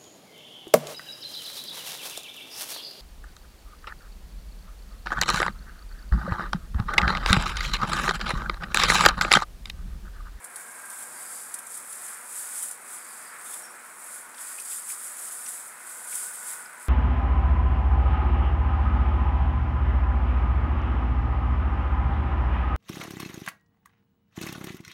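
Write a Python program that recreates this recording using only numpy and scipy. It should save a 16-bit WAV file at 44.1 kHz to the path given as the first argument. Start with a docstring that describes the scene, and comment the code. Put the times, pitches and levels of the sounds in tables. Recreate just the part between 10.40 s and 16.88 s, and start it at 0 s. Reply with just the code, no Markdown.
"""Tinsel pom-pom in a shrub

A tinsel pom-pom on a stick is swished among bare garden twigs. Its foil strips crinkle in
swells and now and then snap; the stick ticks against twigs. Road traffic washes in from
behind, doubled by a house wall; an engine hums and small birds call far off."""
import sys
import numpy as np
from scipy import signal
from scipy.fft import rfft, irfft, next_fast_len
from scipy.io import wavfile
from scipy.ndimage import uniform_filter1d, map_coordinates

SR = 44100
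rng = np.random.default_rng(int(sys.argv[2]) if len(sys.argv) > 2 else 0)


def to_wav(sig):
    """Store sig (one row per channel, or 1-D mono) as 16-bit WAV at the path in sys.argv[1].

    Samples outside -1..1 are clipped; the rate is SR.
    """
    pcm = np.clip(np.atleast_2d(sig), -1, 1) * 32767
    pcm = np.round(pcm).astype(np.int16)
    wavfile.write(sys.argv[1], SR, pcm.T)  # frames by channels


N = 285944
CONTROL_HZ = 500
CONTROL_TIME_S = np.arange(0, N / SR, 1 / CONTROL_HZ)


def amp(db):
    """Decibels to gain."""
    return 10 ** (np.asarray(db) / 20)


def unit(x):
    """Scale to rms 1."""
    return x / np.sqrt(np.mean(x ** 2) + 1e-20)


def per_sample(times_s, values):
    """Interpolate to audio rate."""
    return np.interp(np.arange(N) / SR, times_s, values)


def wobble(rate_hz):
    """Smooth random curve through rate_hz knots a second."""
    knots = rng.standard_normal(int(N * rate_hz / SR) + 4)
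    fine = map_coordinates(knots, [np.linspace(0, len(knots) - 1, 10 * len(knots))])
    return np.interp(np.arange(N) * 10 * rate_hz / SR, np.arange(len(fine)), fine)


def colour(x, spectrum):
    """Minimum-phase filter from (frequency [Hz], gain [dB]) points."""
    size = 2 * next_fast_len(N // 2 + 8192)
    hz, db = np.transpose(spectrum)
    bins_hz = np.fft.rfftfreq(size, 1 / SR)
    gain_db = np.interp(np.log(bins_hz + 1), np.log(hz), db)
    cepstrum = irfft(np.log(amp(gain_db)))[:size // 2]
    cepstrum[1:] *= 2
    return irfft(rfft(x, size) * np.exp(rfft(cepstrum, size)))[:N]


def noise(spectrum):
    """Coloured noise, rms 1."""
    return unit(colour(rng.standard_normal(N), spectrum))


def narrowband(hz, width_hz):
    """Noise band around a steady or moving pitch, rms 1."""
    phase = 2 * np.pi * np.cumsum(hz * np.ones(N)) / SR
    return unit(wobble(width_hz) * np.cos(phase) + wobble(width_hz) * np.sin(phase))


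def add(track, start_s, sound):
    """Mix a sound into the track."""
    part = track[round(start_s * SR):][:len(sound)]
    part += sound[:len(part)]


def wall_echo(x, delay_s, gain):
    """Add one reflection, dulled by the rough wall."""
    dulled = uniform_filter1d(x, size=11)
    return x + gain * np.pad(dulled, (round(delay_s * SR), 0))[:N]


def garden_scatter(x, t60_s, wet_db):
    """Add scatter from walls, trunk and ground; its pattern changes as things move."""
    t, wet, block = np.arange(SR // 3) / SR, np.zeros(N), SR // 20
    for start in range(0, N, block):
        tail = rng.standard_normal(len(t)) * amp(-60 * t / t60_s) * (t > .003)
        tail /= np.linalg.norm(tail)
        add(wet, start / SR, signal.fftconvolve(x[start:start + block], tail))
    return x + amp(wet_db) * wet


def engine():
    """A distant engine hums and fades."""
    level_db = per_sample([0, 1.6, 2.3, 6.48], [-75.5, -74.5, -87, -89])
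    hz = 150 + 1.6 * wobble(8.7)
    return amp(level_db + 1.1 * wobble(5.2)) * np.sin(2 * np.pi * np.cumsum(hz) / SR)


# Far trills: (start [s], length [s], level [dB])
BIRD_TRILLS = [(.68, 0.45, -62), (2.57, 0.37, -63), (3.994, 0.48, -62)]


def bird_trills(fade_s=0.1):
    """Faint buzzy trills, blurred by distance."""
    t, envelope = np.arange(N) / SR, np.zeros(N)
    for start_s, length_s, db in BIRD_TRILLS:
        inside_s = np.minimum(t - start_s, start_s + length_s - t)
        envelope += amp(db) * np.clip(.5 + inside_s / fade_s, 0, 1)
    return envelope * amp(1.6 * wobble(24.9)) * narrowband(4850, width_hz=800)


def bird_call(peak_s=3.24, peak_db=-46, attack_s=0.0093, fade_db_per_s=420, fall_hz_per_s=13000):
    """One thin falling note, ringing on between the houses."""
    age_s = np.clip(np.arange(N) / SR - peak_s, -.2, .3)
    hz = (5620 - fall_hz_per_s * age_s) * (1 + 0.0185 * wobble(300))
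    level_db = peak_db + np.minimum(10 * age_s / attack_s, -fade_db_per_s * age_s)
    note = amp(level_db) * np.sin(2 * np.pi * np.cumsum(hz) / SR)
    return garden_scatter(note, t60_s=0.38, wet_db=-2.5)


# Cars passing gaps between houses:
# (nearest at [s], time to about -3 dB [s], roar [dB], hiss [dB], tread pitch [Hz], whine [dB])
CAR_PASSES = [(.25, 0.25, -58, -58, 1631, -56), (.51, 0.18, -62, -62, 1572, -51),
              (.85, .45, -59, -57.5, 1548, -68), (2.14, .1, -65, -59.5, 1465, -56),
              (2.95, .5, -58, -52, 1479, -63), (3.78, 0.18, -79, -59, 1484, -59),
              (6.1, 0.39, -60, -51, 1485, -49.6)]


def car_passes(steepness=1.608, doppler_shift=0.008, far_roar_db=-56, far_hiss_db=-50):
    """Roar, hiss and whine gains and tread pitch; houses screen each car either side of its gap."""
    nearest_s, width_s, roar_db, hiss_db, tread_hz, whine_db = np.transpose(CAR_PASSES)[:, :, None]
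    along = (CONTROL_TIME_S - nearest_s) / width_s / np.sqrt(steepness)
    distance = np.hypot(1, along)
    falloff = distance ** -steepness
    roar_power, hiss_power, whine_power = (amp([roar_db, hiss_db, whine_db]) * falloff) ** 2
    shifted_hz = tread_hz * (1 - doppler_shift * along / distance)
    whine_hz = np.average(shifted_hz, axis=0, weights=whine_power)
    roar = np.sqrt(roar_power.sum(0) + amp(far_roar_db) ** 2)
    hiss = np.sqrt(hiss_power.sum(0) + amp(far_hiss_db) ** 2)
    whine = np.sqrt(whine_power.sum(0))
    return [per_sample(CONTROL_TIME_S, curve) for curve in (roar, hiss, whine, whine_hz)]


# Road roar: (frequency [Hz], relative density [dB])
ROAR_SPECTRUM = [(25, -56), (50, -26), (100, -23), (160, -6.5), (230, -2), (320, -3.5), (500, 1), (950, 5),
                 (1400, -3.5), (2400, -29.5)]
# Tyre hiss: (frequency [Hz], relative density [dB])
HISS_SPECTRUM = [(600, -31), (1000, -5.5), (1350, 1.5), (1700, -1.5), (2100, -5), (2500, -8.5),
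                 (2850, -18.5), (4000, -21), (7000, -24), (15000, -25.5)]


def traffic():
    """Roar, tyre hiss and three bands of tread whine, made hollow by the wall's echo."""
    roar_gain, hiss_gain, whine_gain, whine_hz = car_passes()
    roar = roar_gain * amp(0.46 * wobble(6.18)) * noise(ROAR_SPECTRUM)
    hiss = hiss_gain * amp(1.06 * wobble(7)) * noise(HISS_SPECTRUM)
    whine = narrowband(whine_hz, width_hz=150)
    whine += amp(-9.5) * narrowband(.645 * whine_hz, width_hz=120)
    whine += amp(-11) * narrowband(1.38 * whine_hz, width_hz=220)
    return wall_echo(roar + hiss + whine_gain * whine, delay_s=.00821, gain=0.31)


# Stick on twigs: (time [s], level before trim [dB], pitch [Hz], ring time [s], crack re ring [dB])
TWIG_HITS = [(.158, -47, 4500, .02, 11), (3.05, -51.5, 3560, 0.17, -10.5), (3.12, -48, 3560, 0.1, -3.5),
             (3.944, -53, 2980, 0.022, 14), (3.981, -45, 3470, 0.021, 9), (4.183, -33, 2560, 0.027, -6),
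             (4.198, -38, 6030, .015, 4.5), (4.314, -43.5, 2700, 0.039, 2),
             (4.499, -35.5, 2390, 0.025, -14), (5.06, -35, 5920, 0.027, -5.5),
             (5.064, -42.5, 2680, 0.02, 10), (5.723, -36.5, 2354, 0.04, -1), (6.256, -45, 5000, 0.02, 6)]


def twig_ticks(trim_db=-3.5):
    """A dry crack, then a brief squeak as the stick slides off; thin twigs give no bass."""
    track, t = np.zeros(N), np.arange(SR // 5) / SR
    crack_band = signal.butter(2, [2200, 6500], "band", fs=SR, output="sos")
    bass_cut = signal.butter(2, 900, "high", fs=SR, output="sos")
    for start_s, db, hz, ring_s, crack_db in TWIG_HITS:
        waver_rad = np.cumsum(0.16 * rng.standard_normal(len(t)))
        age = 7 * t / ring_s  # the rub peaks at 1
        ring = np.sin(2 * np.pi * hz * t + waver_rad) * (age * np.exp(1 - age)) ** 2
        burst = amp(-60 * t / .04) * rng.standard_normal(len(t))
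        crack = signal.sosfilt(crack_band, burst)
        add(track, start_s, amp(db + trim_db) * (ring + amp(crack_db) * crack))
    return signal.sosfilt(bass_cut, track)


# Loudest strips buckling: (time [s], level before filter [dB])
LOUD_SNAPS = [(.0415, -21.5), (.158, -20.5), (.454, -26), (0.4993, -21.5), (.624, -23), (1.1397, -14.5),
              (1.186, -20), (1.266, -24.5), (1.371, -21.5), (1.526, -21), (1.6496, -24), (2.2246, -15),
              (2.283, -20), (2.309, -18.5), (3.137, -19), (4.1987, -21), (5.0854, -18), (5.7524, -13)]
# Snap filter: (frequency [Hz], gain [dB])
SNAP_SPECTRUM = [(1500, -41), (3000, -18), (5000, -15), (7000, -5.5), (8300, 4), (10000, 4.5), (12000, -5),
                 (15500, -16)]


def foil_snaps(rustle_db, small_per_s=13, over_rustle_db=8, spread_db=3):
    """A strip creases, flips back and shivers; small random snaps follow the rustle level."""
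    track, t = np.zeros(N), np.arange(SR // 20) / SR
    attack = 1 - np.exp(-(t / .0014) ** 2)
    crease = amp(-60 * t / 0.01)
    shiver = 0.15 * amp(-60 * t / 0.1)
    starts = np.flatnonzero(rng.random(N) < small_per_s / SR)
    small_db = rustle_db[starts] + over_rustle_db + spread_db * rng.standard_normal(len(starts))
    for start_s, db in [*LOUD_SNAPS, *zip(starts / SR, small_db)]:
        flip_s = rng.uniform(.004, .0055)
        flip = 0.34 * (t > flip_s) * amp(-60 * abs(t - flip_s) / 0.013)
        envelope = attack * (crease + flip + shiver)
        add(track, start_s, amp(db) * envelope * rng.choice([-1, 1], len(t)))
    return colour(track, SNAP_SPECTRUM)


# Pom-pom strokes: (fastest at [s], rustle level [dB], time to -10 dB [s])
STROKES = [(.191, -43.5, 0.07), (.344, -46, 0.18), (.61, -39, .16), (.81, -43.5, 0.12), (.97, -39.5, 0.22),
           (1.345, -38, 0.09), (1.526, -40, 0.09), (1.675, -38, 0.16), (1.978, -33, 0.0867),
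           (2.175, -32.5, 0.14), (2.536, -38.5, 0.07), (2.74, -43.3, 0.27), (3.135, -36, .1),
           (3.45, -51, .16), (3.635, -44, 0.1), (3.756, -39.5, 0.09), (4.017, -36.5, .03),
           (4.087, -38, 0.14), (4.32, -33.5, 0.1235), (4.51, -32.5, .052), (4.652, -36, .105),
           (4.84, -34.8, .11), (4.945, -37, .07), (5.117, -37, .205), (5.513, -40.5, 0.1),
           (5.79, -33.5, 0.18), (5.95, -39.5, 0.03), (6.093, -34.5, 0.12), (6.43, -48, 0.06)]


def stroke_level_db(tremble_db=-51, roundness=1.35):
    """Rustle level: symmetric swells add in power over strips that never quite rest."""
    power = amp(tremble_db) ** 2
    for fastest_s, db, width_s in STROKES:
        widths_away = np.minimum(abs(CONTROL_TIME_S - fastest_s) / width_s, 10)
        power = power + amp(db - 10 * widths_away ** roundness) ** 2
    return per_sample(CONTROL_TIME_S, 10 * np.log10(power))


def foil_pings(rustle_db, max_per_s=3500, spread_db=12.5, t60_s=0.0048):
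    """Tiny pings at random pitches, rms 1; harder strokes make them denser."""
    rate_per_s = max_per_s * amp(rustle_db - np.max(rustle_db))
    starts = np.flatnonzero(rng.random(N) < rate_per_s / SR)
    size, pitch, phase = rng.random((len(starts), 3)).T[:, :, None]
    t = np.arange(SR // 200) / SR
    hz = 2500 + 13000 * pitch
    pings = amp(spread_db * size - 60 * t / t60_s) * np.sin(2 * np.pi * (hz * t + phase))
    indices = starts[:, None] + np.arange(len(t))
    track = np.bincount(indices.ravel(), pings.ravel(), N)[:N]
    return unit(track / np.sqrt(rate_per_s))  # same power at any density


# Foil rustle filter: (frequency [Hz], relative gain [dB])
FOIL_SPECTRUM = [(1500, -43.5), (2500, -23), (3450, -18), (4200, -20.5), (5100, -15), (5900, -17),
                 (6800, -8), (8200, 0.5), (8800, -1), (9400, 0.9), (11000, -4.5), (12500, -12),
                 (15500, -17.5)]


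def tinsel_rustle(rustle_db, swish_db=6.5, trim_db=-0.34):
    """Crinkles over the swish of many strips brushing, catching and slipping in clumps."""
    pings = foil_pings(rustle_db)
    swish = amp(swish_db + wobble(120)) * rng.standard_normal(N)
    catching_db = 0.67 * wobble(20)
    return amp(rustle_db + trim_db + catching_db) * unit(colour(pings + swish, FOIL_SPECTRUM))


def scene():
    """Street and birds far behind, pom-pom close by; mono."""
    background = engine() + bird_trills() + bird_call() + traffic()
    rustle_db = stroke_level_db()
    pom_pom = twig_ticks() + foil_snaps(rustle_db) + tinsel_rustle(rustle_db)
    return (background + garden_scatter(pom_pom, t60_s=0.11, wet_db=-9.5))[None]


def record(dry):
    """The microphone keeps nothing above its band limit."""
    size, limit_hz = next_fast_len(N + 8192), 15750
    passband = np.fft.rfftfreq(size, 1 / SR) < limit_hz
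    return irfft(rfft(dry, size) * passband, size)[:, :N]


dry = scene()
out = record(dry)
to_wav(out)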